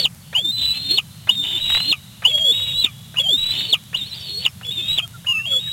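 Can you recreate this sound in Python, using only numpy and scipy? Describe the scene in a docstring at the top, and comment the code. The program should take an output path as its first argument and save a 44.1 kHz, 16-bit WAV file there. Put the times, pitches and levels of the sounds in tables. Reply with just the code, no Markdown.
"""Long begging squeals from a young eagle on a treetop nest: they swoop up, break to a higher, hoarse register
and drop off in a yelp. We start inside one squeal and leave inside another. Twigs crack under the birds, the
forest returns a faint echo, small birds chirp far off and a low rumble drifts underneath. The eagle is a near
sine, rasp noise and steady side notes; twigs are ringing noise bursts, chirps falling sines, rumble and hiss
shaped noise. The nest microphone's sample clock slips, which adds faint mirror whistles to every squeal."""
import sys
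import numpy as np
from scipy import signal
from scipy.fft import rfft, irfft
from scipy.io import wavfile
from scipy.ndimage import uniform_filter1d, map_coordinates

SR = 44100
rng = np.random.default_rng(int(sys.argv[2]) if len(sys.argv) > 2 else 0)


def to_wav(s):
    """Save 16-bit WAV."""
    ch = np.atleast_2d(s).T  # columns
    pcm = np.round(np.clip(ch, -1, 1) * 32767)  # PCM
    wavfile.write(sys.argv[1], SR, pcm.astype(np.int16))


N = 252252
TIME = np.arange(N) / SR

# All levels in the tables are relative; pitches are centres about which the voices waver.
# held note of each squeal in turn: (time [s], pitch [Hz], whistle level [dB], rasp level [dB])
NOTE_1 = [(0.0, 4506, -20.5, -21), (0.033, 4386, -21, -27.5)]
NOTE_2 = [(0.383, 3161, -12.5, -26.5), (0.432, 3560, -30, -67), (0.452, 3566, -17, -62.0),
          (0.511, 3686, -22.5, -61), (0.519, 4110, -28.5, -44), (0.546, 4022, -21, -51),
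          (0.598, 3991, -23.5, -24.5), (0.724, 3964, -16, -36.0), (0.751, 4127, -26.5, -28),
          (0.883, 4203, -28, -35.5), (0.91, 4208, -16.5, -22), (0.965, 4360, -18, -30)]
NOTE_3 = [(1.311, 3634, -20.5, -36.5), (1.349, 3733, -28.0, -32), (1.402, 3610, -20, -56.0),
          (1.434, 3630, -27.5, -26.5), (1.483, 3722, -31, -25.5), (1.546, 3561, -25.5, -27.5),
          (1.578, 3614, -19, -28.5), (1.6, 3958, -33.0, -29.0), (1.61, 3833, -23.5, -30),
          (1.746, 3847, -17.0, -23.5), (1.836, 4130, -22.5, -28), (1.908, 4206, -16, -25.5)]
NOTE_4 = [(2.272, 3106, -9.5, -29.5), (2.285, 3457, -14, -31), (2.321, 3270, -22.5, -29.0),
          (2.352, 3286, -12.5, -69), (2.382, 3330, -18, -25), (2.412, 3227, -17.5, -47),
          (2.514, 3446, -11, -47.5), (2.53, 3760, -22.5, -31), (2.664, 3856, -25.5, -30.5),
          (2.735, 3757, -24.5, -32), (2.8, 4023, -16, -41), (2.831, 3904, -22, -30.5)]
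NOTE_5 = [(3.191, 2830, -15.5, -41), (3.198, 3378, -15, -28), (3.24, 3277, -23.5, -40),
          (3.272, 3092, -16.5, -52.5), (3.34, 3602, -11.0, -68), (3.37, 3690, -26.5, -37),
          (3.377, 3831, -20, -33), (3.505, 3945, -21, -28), (3.564, 4150, -39.5, -22.5),
          (3.612, 4327, -33, -19.5), (3.637, 4430, -40.5, -26.0), (3.714, 4372, -26, -30.0)]
NOTE_6 = [(3.973, 3993, -27.5, -29), (4.028, 3573, -27, -37.5), (4.081, 4325, -38.5, -39),
          (4.096, 4420, -48.5, -42), (4.103, 4058, -38, -46), (4.133, 3975, -24.5, -36.0),
          (4.153, 4614, -41, -34.5), (4.211, 4540, -43, -36), (4.308, 4326, -29, -30.5),
          (4.37, 4310, -23, -44.5), (4.439, 4513, -37, -27)]
NOTE_7 = [(4.649, 3379, -32.5, -36), (4.697, 3452, -23, -53), (4.705, 3408, -29.5, -33.5),
          (4.722, 3765, -24.5, -35), (4.754, 3701, -29, -38), (4.796, 3513, -23, -32),
          (4.842, 3672, -29, -36.5), (4.934, 3894, -18, -28.5), (4.972, 3853, -29.5, -31)]
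NOTE_8 = [(5.284, 2864, -18, -49), (5.313, 2866, -15, -53), (5.339, 2678, -24, -51), (5.37, 2620, -18, -61),
          (5.43, 2752, -30, -68), (5.455, 2773, -22, -52), (5.463, 3202, -29, -39),
          (5.506, 3349, -18.5, -35), (5.592, 3389, -17.5, -44), (5.6, 3751, -29, -40),
          (5.712, 3856, -27, -37)]
HELD_NOTES = [NOTE_1, NOTE_2, NOTE_3, NOTE_4, NOTE_5, NOTE_6, NOTE_7, NOTE_8]
# closing yelps at their loudest; the last squeal has none:
# (time [s], pitch [Hz], whistle level [dB], rasp level [dB], release [s])
YELPS = [(.058, 2926, -8, -30, 0.011), (.988, 2857, -10, -22.5, 0.025), (1.93, 2740, -6, -22, 0.045),
         (2.847, 3612, -10, -22, 0.048), (3.734, 3349, -4.5, -46, 0.0295), (4.46, 3134, -9.5, -21.5, .03),
         (4.987, 3209, -10.5, -20.5, 0.025)]
# scratch, then catch of the tone; the first squeal has none:
# (time [s], scratch level [dB], catch delay [s], catch level [dB], pitch unsteadiness that follows [1 = usual])
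OPENINGS = [(.328, -29.5, 0.025, -14.5, .8), (1.271, -27, 0.023, -12, 1.29),
            (2.221, -28, 0.031, -7.5, 0.89), (3.142, -34.5, .03, -15, 0.78),
            (3.929, -34.5, .018, -15, 2.615), (4.611, -34.5, 0.024, -34, 1.065),
            (5.245, -40.5, 0.026, -22.5, 1.26)]
# hoarse bands of the rasp while the whistle is at MID_PITCH_HZ: (frequency [Hz], width [Hz], level [dB])
RASP_BANDS = [(3638, 90, -1), (3347, 160, -6), (2922, 140, -4), (2662, 110, -17.5), (2320, 95, -21),
              (1845, 1400, -38.5)]
# air rushing through the open beak: (frequency [Hz], density [dB per Hz])
BEAK_AIR = [(200, -44), (600, -10), (1200, -17), (2000, -8.5), (3000, -6.5), (3900, -18.5), (4600, -17),
            (7000, -27)]
# reflections from trunks and slopes: (delay [s], level [dB])
ECHOES = [(.0028, -40), (.0071, -14.5), (0.0152, -16.5)]
# low rumble: (frequency [Hz], density [dB per Hz])
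LOW_RUMBLE = [(25, -32), (50, -21), (80, -6.5), (115, 0.5), (160, -2.5), (200, -8), (260, -23.5),
              (400, -30.5), (700, -29), (1500, -31.5), (3000, -37.5)]
# hiss of the microphone: (frequency [Hz], density [dB per Hz])
MICROPHONE_HISS = [(300, -19), (2000, -3.5), (5000, -3), (9000, -1), (13000, -1), (14500, -23),
                   (16000, -86)]
# faint dry ticks: (time [s], level [dB])
TICKS = [(0.1486, -15.5), (1.378, -16.5), (3.0178, -23.5), (3.8384, -22.5), (4.6698, -17), (5.0778, -10)]
# colour of the opening scratch: (frequency [Hz], density [dB per Hz])
SCRATCH_COLOUR = [(250, -10), (600, 7), (1100, 3), (1700, 11.5), (2900, -7), (3600, 3), (6000, -37)]
# steady note pairs from the second side of the syrinx:
# (start [s], end [s], upper pitch [Hz], upper level [dB], lower pitch [Hz], lower level [dB])
SECOND_VOICE = [(0.57, 0.672, 3610, -26, 2980, -39), (0.674, 0.796, 2943, -35, 2665, -33.5),
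                (0.842, 0.926, 3654, -26.5, 2950, -38), (1.425, 1.609, 3060, -30.5, 2945, -31.5),
                (1.62, 1.914, 3606, -38, 2878, -29.5), (2.527, 2.837, 3365, -27.5, 2867, -35),
                (3.523, 3.678, 3577, -25, 3000, -24.5), (3.971, 4.425, 3700, -40, 3288, -45.5),
                (4.771, 4.951, 3274, -34.5, 2580, -35), (5.013, 5.055, 3216, -23.5, 2540, -36.5)]
# twig cracks: (time [s], level [dB])
CRACKS = [(1.701, -11.5), (1.722, -18), (1.748, -8), (1.771, -12.5), (1.775, -20), (1.787, -31),
          (1.802, -14), (2.378, -21.5), (2.599, -24), (4.062, -34)]
# resonances of a snapping twig: (frequency [Hz], width [Hz], level [dB])
TWIG_RESONANCES = [(636, 570, -8), (1250, 960, -6), (2000, 430, -1), (2820, 190, 5)]
# chirps of far birds: (time [s], pitch [Hz], level [dB])
CHIRPS = [(4.105, 5550, -44.5), (4.214, 5460, -41), (4.355, 5810, -46), (4.491, 5400, -44.5),
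          (4.66, 5370, -47), (5.052, 1367, -45), (5.154, 1383, -37), (5.401, 1776, -39),
          (5.535, 1350, -38.5), (5.68, 1750, -41)]

MID_PITCH_HZ = 4002
SILENT_DB = -90
# swoop: swells from a low pitch to the catch and stays strong for a moment; dB relative to the catch
SWOOP_HZ, CATCH_HZ, CATCH_RISE_HZ_PER_S = 2400, 2854, 11000
ATTACK_S, ATTACK_DB, CATCH_HOLD_S, CATCH_SAG_DB, CATCH_RASP_DB = .012, 23, .008, 1, -25
# yelp: drops to the bottom of the voice, weakens and dies, whistle still above the rasp;
# bottom levels relative to the whistle at its peak
YELP_FALL_HZ_PER_S, BOTTOM_HZ, BOTTOM_DB = 50000, 2536, -13
BOTTOM_RASP_DB, RELEASE_DB = -20, 42
# the microphone's clock and the upper limit of its band
CLOCK_HZ, CUTOFF_HZ = 48000, 15900


def from_db(db):
    """Decibels to gain."""
    return 10 ** (np.asarray(db) / 20)


def rms_one(x):
    """Scale to unit power."""
    return x / np.sqrt(np.mean(np.abs(x) ** 2) + 1e-20)


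def drift(rate_hz):
    """Smooth random wobble of spread 1: noise through two equal low-pass poles."""
    pole = np.exp(-2 * np.pi * rate_hz / SR)
    noise = rng.standard_normal(N + SR)
    # the first second only settles the filter
    return rms_one(signal.lfilter([1], [1, -2 * pole, pole * pole], noise)[SR:])


def bounded_drift(rate_hz):
    """A wobble whose rare large swings are rounded off."""
    return 2 * np.tanh(drift(rate_hz) / 2)


def coloured_noise(spectrum):
    """Noise of unit power with the given spectrum."""
    hz, level_db = np.transpose(spectrum)
    bins = np.maximum(np.fft.rfftfreq(N, 1 / SR), 1)
    gain = from_db(np.interp(np.log(bins), np.log(hz), level_db))
    return rms_one(irfft(rfft(rng.standard_normal(N)) * gain, N))


def resonate(x, hz, width_hz):
    """One resonance with gain 1 on top."""
    r = np.exp(-np.pi * width_hz / SR)
    numerator = np.array([1, 0, -1]) * (1 - r * r) / 2
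    denominator = [1, -2 * r * np.cos(2 * np.pi * hz / SR), r * r]
    return signal.lfilter(numerator, denominator, x)


def phase_of(hz):
    """Running phase of a moving frequency."""
    return 2 * np.pi * np.cumsum(hz) / SR


def eagle(whistle_db=-0.7, rasp_db=-2.0):
    """Two voices, opening scratches and a rasp whose share sets the hoarseness."""
    pitch, tone_gain, rasp_gain = squeal_controls()
    hoarse = rasp_gain / (np.hypot(tone_gain, rasp_gain) + 1e-6)
    voices = from_db(whistle_db) * tone_gain * whistle(pitch, hoarse) + second_voice()
    return voices + from_db(rasp_db) * rasp_gain * rasp(pitch) + scratches()


def squeal_controls():
    """Pitch, whistle gain and rasp gain: swoops, held notes and yelps joined in order of time."""
    swoops = [swoop(s, delay_s, db) for s, _, delay_s, db, _ in OPENINGS]
    yelps = [yelp(*row) for row in YELPS]
    course = np.vstack(swoops + HELD_NOTES + yelps)
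    s, pitch, whistle_db, rasp_db = course[np.argsort(course[:, 0])].T
    tone_gain = from_db(np.interp(TIME, s, whistle_db))
    rasp_gain = from_db(np.interp(TIME, s, rasp_db))
    return np.interp(TIME, s, pitch), tone_gain, rasp_gain


def whistle(pitch, hoarse, waver=0.00306, jitter=0.00844, hop=0.0149,  # shares of the pitch
            swell_db=2.16, stumble_db=4.5, shimmer_db=2.0, overtone_db=-39, slack_hz=2620, half_db=-6):
    """The syrinx sings a near sine; as it turns hoarse it shakes and hops between neighbouring pitches."""
    starts, *_, unsteadiness = np.transpose(OPENINGS)
    of_squeal = unsteadiness[np.maximum(np.searchsorted(starts, TIME) - 1, 0)]
    # the squashed drift lingers near two extremes, heard as hops
    hops = hop * np.tanh(2 * drift(49.6))
    unsteady = of_squeal * hoarse ** 2 * (jitter * drift(201.5) + hops)
    phase = phase_of(pitch * (1 + waver * drift(36.2) + unsteady))
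    hoarse_shake_db = hoarse * (stumble_db * bounded_drift(69) + shimmer_db * drift(99))
    shake = from_db(swell_db * drift(74) + hoarse_shake_db)
    # a slack membrane doubles its period and adds the octave below
    slack = np.clip((slack_hz - pitch) / 200, 0, 1)
    octave_below = slack * from_db(half_db) * np.sin(phase / 2)
    wave = np.sin(phase) + from_db(overtone_db) * np.sin(2 * phase) + octave_below
    return np.sqrt(2) * shake * glide_flare(pitch) * wave


def glide_flare(pitch, spacing_hz=720, wide_db=3.0, narrow_db=3.0, fast_glide=7):  # fast_glide in 1/s
    """A fast glide flares each time it crosses one of the evenly spaced resonances of the path."""
    relative_speed = np.abs(np.gradient(np.log(pitch))) * SR
    glide = uniform_filter1d(np.tanh(relative_speed / fast_glide), size=300)
    turn = 2 * np.pi * pitch / spacing_hz
    return from_db(glide * (wide_db * np.cos(turn) + narrow_db * np.cos(2 * turn) - 3))


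def rasp(pitch, follow=0.41, wander=.008, patchy_db=5.0, air_db=-13, flutter_hz=330, flutter_depth=0.74):
    """Irregular side vibrations lie under the whistle, follow it partly and flutter with the rushing air."""
    tension = (pitch / MID_PITCH_HZ) ** follow
    out = from_db(air_db) * coloured_noise(BEAK_AIR)
    for hz, width_hz, level_db in RASP_BANDS:
        phase = phase_of(hz * tension * (1 + wander * drift(5.4)))
        # slow noise on both quadratures makes a band of noise about the moving centre
        band = drift(width_hz / 2) * np.cos(phase) + drift(width_hz / 2) * np.sin(phase)
        out = out + from_db(level_db + patchy_db * bounded_drift(16.6)) * band
    # the side vibrations share one stream of air, so their sum stays even
    out = out / np.sqrt(np.maximum(uniform_filter1d(out ** 2, size=700), 1e-9))
    flutter = 1 + flutter_depth * np.sin(phase_of(flutter_hz * (1 + 0.19 * drift(60.57))))
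    return rms_one(out * flutter)


def forest(x, tail_db=-29, t60_s=3.9, far_s=0.16, build_s=0.027):
    """A few near reflections, then a thin diffuse echo from trees further off."""
    near = sum(from_db(db) * np.interp(TIME - delay, TIME, x, left=0) for delay, db in ECHOES)
    # the response is cut off at 2 s
    t = np.maximum(TIME[:2 * SR] - far_s, 0)
    build_up = 1 - np.exp(-t / build_s)
    tail = rng.standard_normal(len(t)) * from_db(-60 * t / t60_s) * build_up
    return near + from_db(tail_db) * signal.fftconvolve(x, tail / np.linalg.norm(tail))[:N]


def low_rumble(rumble_db=-41, swing_db=0.5):
    """Low noise whose level drifts slightly."""
    return from_db(rumble_db + swing_db * drift(4.0)) * coloured_noise(LOW_RUMBLE)


def microphone_hiss(hiss_db=-50):
    """Even noise floor of the microphone."""
    return from_db(hiss_db) * coloured_noise(MICROPHONE_HISS)


def yelp(peak_s, hz, level_db, peak_rasp_db, release_s, sag_hz=330):
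    """From its peak the voice falls to its bottom pitch, weakens and sags away: rows as in HELD_NOTES."""
    bottom_s = peak_s + abs(hz - BOTTOM_HZ) / YELP_FALL_HZ_PER_S
    tone_db, rasp_db = level_db + BOTTOM_DB, level_db + BOTTOM_RASP_DB
    return [(peak_s, hz, level_db, peak_rasp_db),
            (bottom_s, BOTTOM_HZ, tone_db, rasp_db),
            (bottom_s + release_s, BOTTOM_HZ - sag_hz, tone_db - RELEASE_DB, rasp_db - RELEASE_DB),
            (bottom_s + 2 * release_s, BOTTOM_HZ - sag_hz, SILENT_DB, SILENT_DB)]


def ticks():
    """Clicks one sample long."""
    out = np.zeros(N)
    for s, db in TICKS:
        out[round(s * SR)] = from_db(db)
    return out


def scratches(rise_s=0.0013, decay_s=0.01):
    """Broad noise leaves the throat before the tone catches."""
    height = np.zeros(N)
    for s, db, *_ in OPENINGS:
        rise = np.clip((TIME - s) / rise_s, 0, 1)
        height += from_db(db) * rise * np.exp(-np.abs(TIME - s) / decay_s)
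    return height * coloured_noise(SCRATCH_COLOUR)


def swoop(start_s, delay_s, level_db):
    """The tone swells at a low pitch, catches and climbs: rows as in HELD_NOTES."""
    catch_s, rasp_db = start_s + delay_s, level_db + CATCH_RASP_DB
    held_hz = CATCH_HZ + CATCH_RISE_HZ_PER_S * CATCH_HOLD_S
    return [(start_s, SWOOP_HZ, SILENT_DB, SILENT_DB),
            (catch_s - ATTACK_S, SWOOP_HZ, level_db - ATTACK_DB, rasp_db),
            (catch_s, CATCH_HZ, level_db, rasp_db),
            (catch_s + CATCH_HOLD_S, held_hz, level_db - CATCH_SAG_DB, rasp_db)]


def second_voice(level_db=-1.5, waver=0.00644, swell_db=4.0, fade_s=0.016):
    """Weaker clean notes under the whistle beat against it; upper and lower swell on their own."""
    out = np.zeros(N)
    wobble = 1 + waver * drift(46)
    swells_db = swell_db * np.array([bounded_drift(26), bounded_drift(45)])
    for start, end, upper_hz, upper_db, lower_hz, lower_db in SECOND_VOICE:
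        on = (TIME >= start) & (TIME < end)
        fade = np.clip(np.minimum(TIME[on] - start, end - TIME[on]) / fade_s, 0, 1)
        for k, (hz, db) in enumerate([(upper_hz, upper_db), (lower_hz, lower_db)]):
            gain = fade * from_db(level_db + db + swells_db[k, on])
            out[on] += gain * np.sin(phase_of(hz * wobble[on]))
    return out


def twigs(level_db=6, decay_s=0.0038):
    """Dry sticks snap in dying noise bursts and ring very briefly."""
    height = np.zeros(N)
    for s, db in CRACKS:
        height += from_db(db) * (TIME >= s) * np.exp(-np.abs(TIME - s) / decay_s)
    snap = height * rng.standard_normal(N) + 1e-18
    ringing = np.zeros(N)
    for k, (hz, width_hz, db) in enumerate(TWIG_RESONANCES):
        # neighbouring resonances have opposite sign
        ringing += (-1) ** k * from_db(db) * resonate(snap, hz, width_hz)
    return from_db(level_db) * ringing


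def far_birds(length_s=.014, fall_per_s=3):
    """Short falling chirps, blurred by distance into soft-edged bells of level."""
    out = np.zeros(N)
    wobble = 1 + .018 * drift(200)
    for s, hz, level_db in CHIRPS:
        near = np.abs(TIME - s) < 4 * length_s
        t = TIME[near] - s
        bell = from_db(level_db) * np.exp(-(t / length_s) ** 2)
        out[near] += bell * np.sin(phase_of(hz * wobble[near] * (1 - fall_per_s * t)))
    return out


def scene():
    """The nest, its echo and the surroundings."""
    nest = eagle() + twigs()
    surroundings = far_birds() + low_rumble() + microphone_hiss() + ticks()
    return (nest + forest(nest) + surroundings)[None]


def record(dry):
    """Samples of a faster clock are dropped without smoothing, which mirrors each tone; the top is cut."""
    fine = signal.resample_poly(dry[0], up=2, down=1)
    # each output sample takes the nearest tick of the faster clock
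    held_s = np.round(TIME * CLOCK_HZ) / CLOCK_HZ
    slipped = map_coordinates(fine, [held_s * 2 * SR], order=3, mode="nearest")
    top_cut = signal.ellip(10, .1, 90, CUTOFF_HZ, fs=SR, output="sos")
    return signal.sosfilt(top_cut, slipped)[None]


dry = scene()
out = record(dry)
to_wav(out)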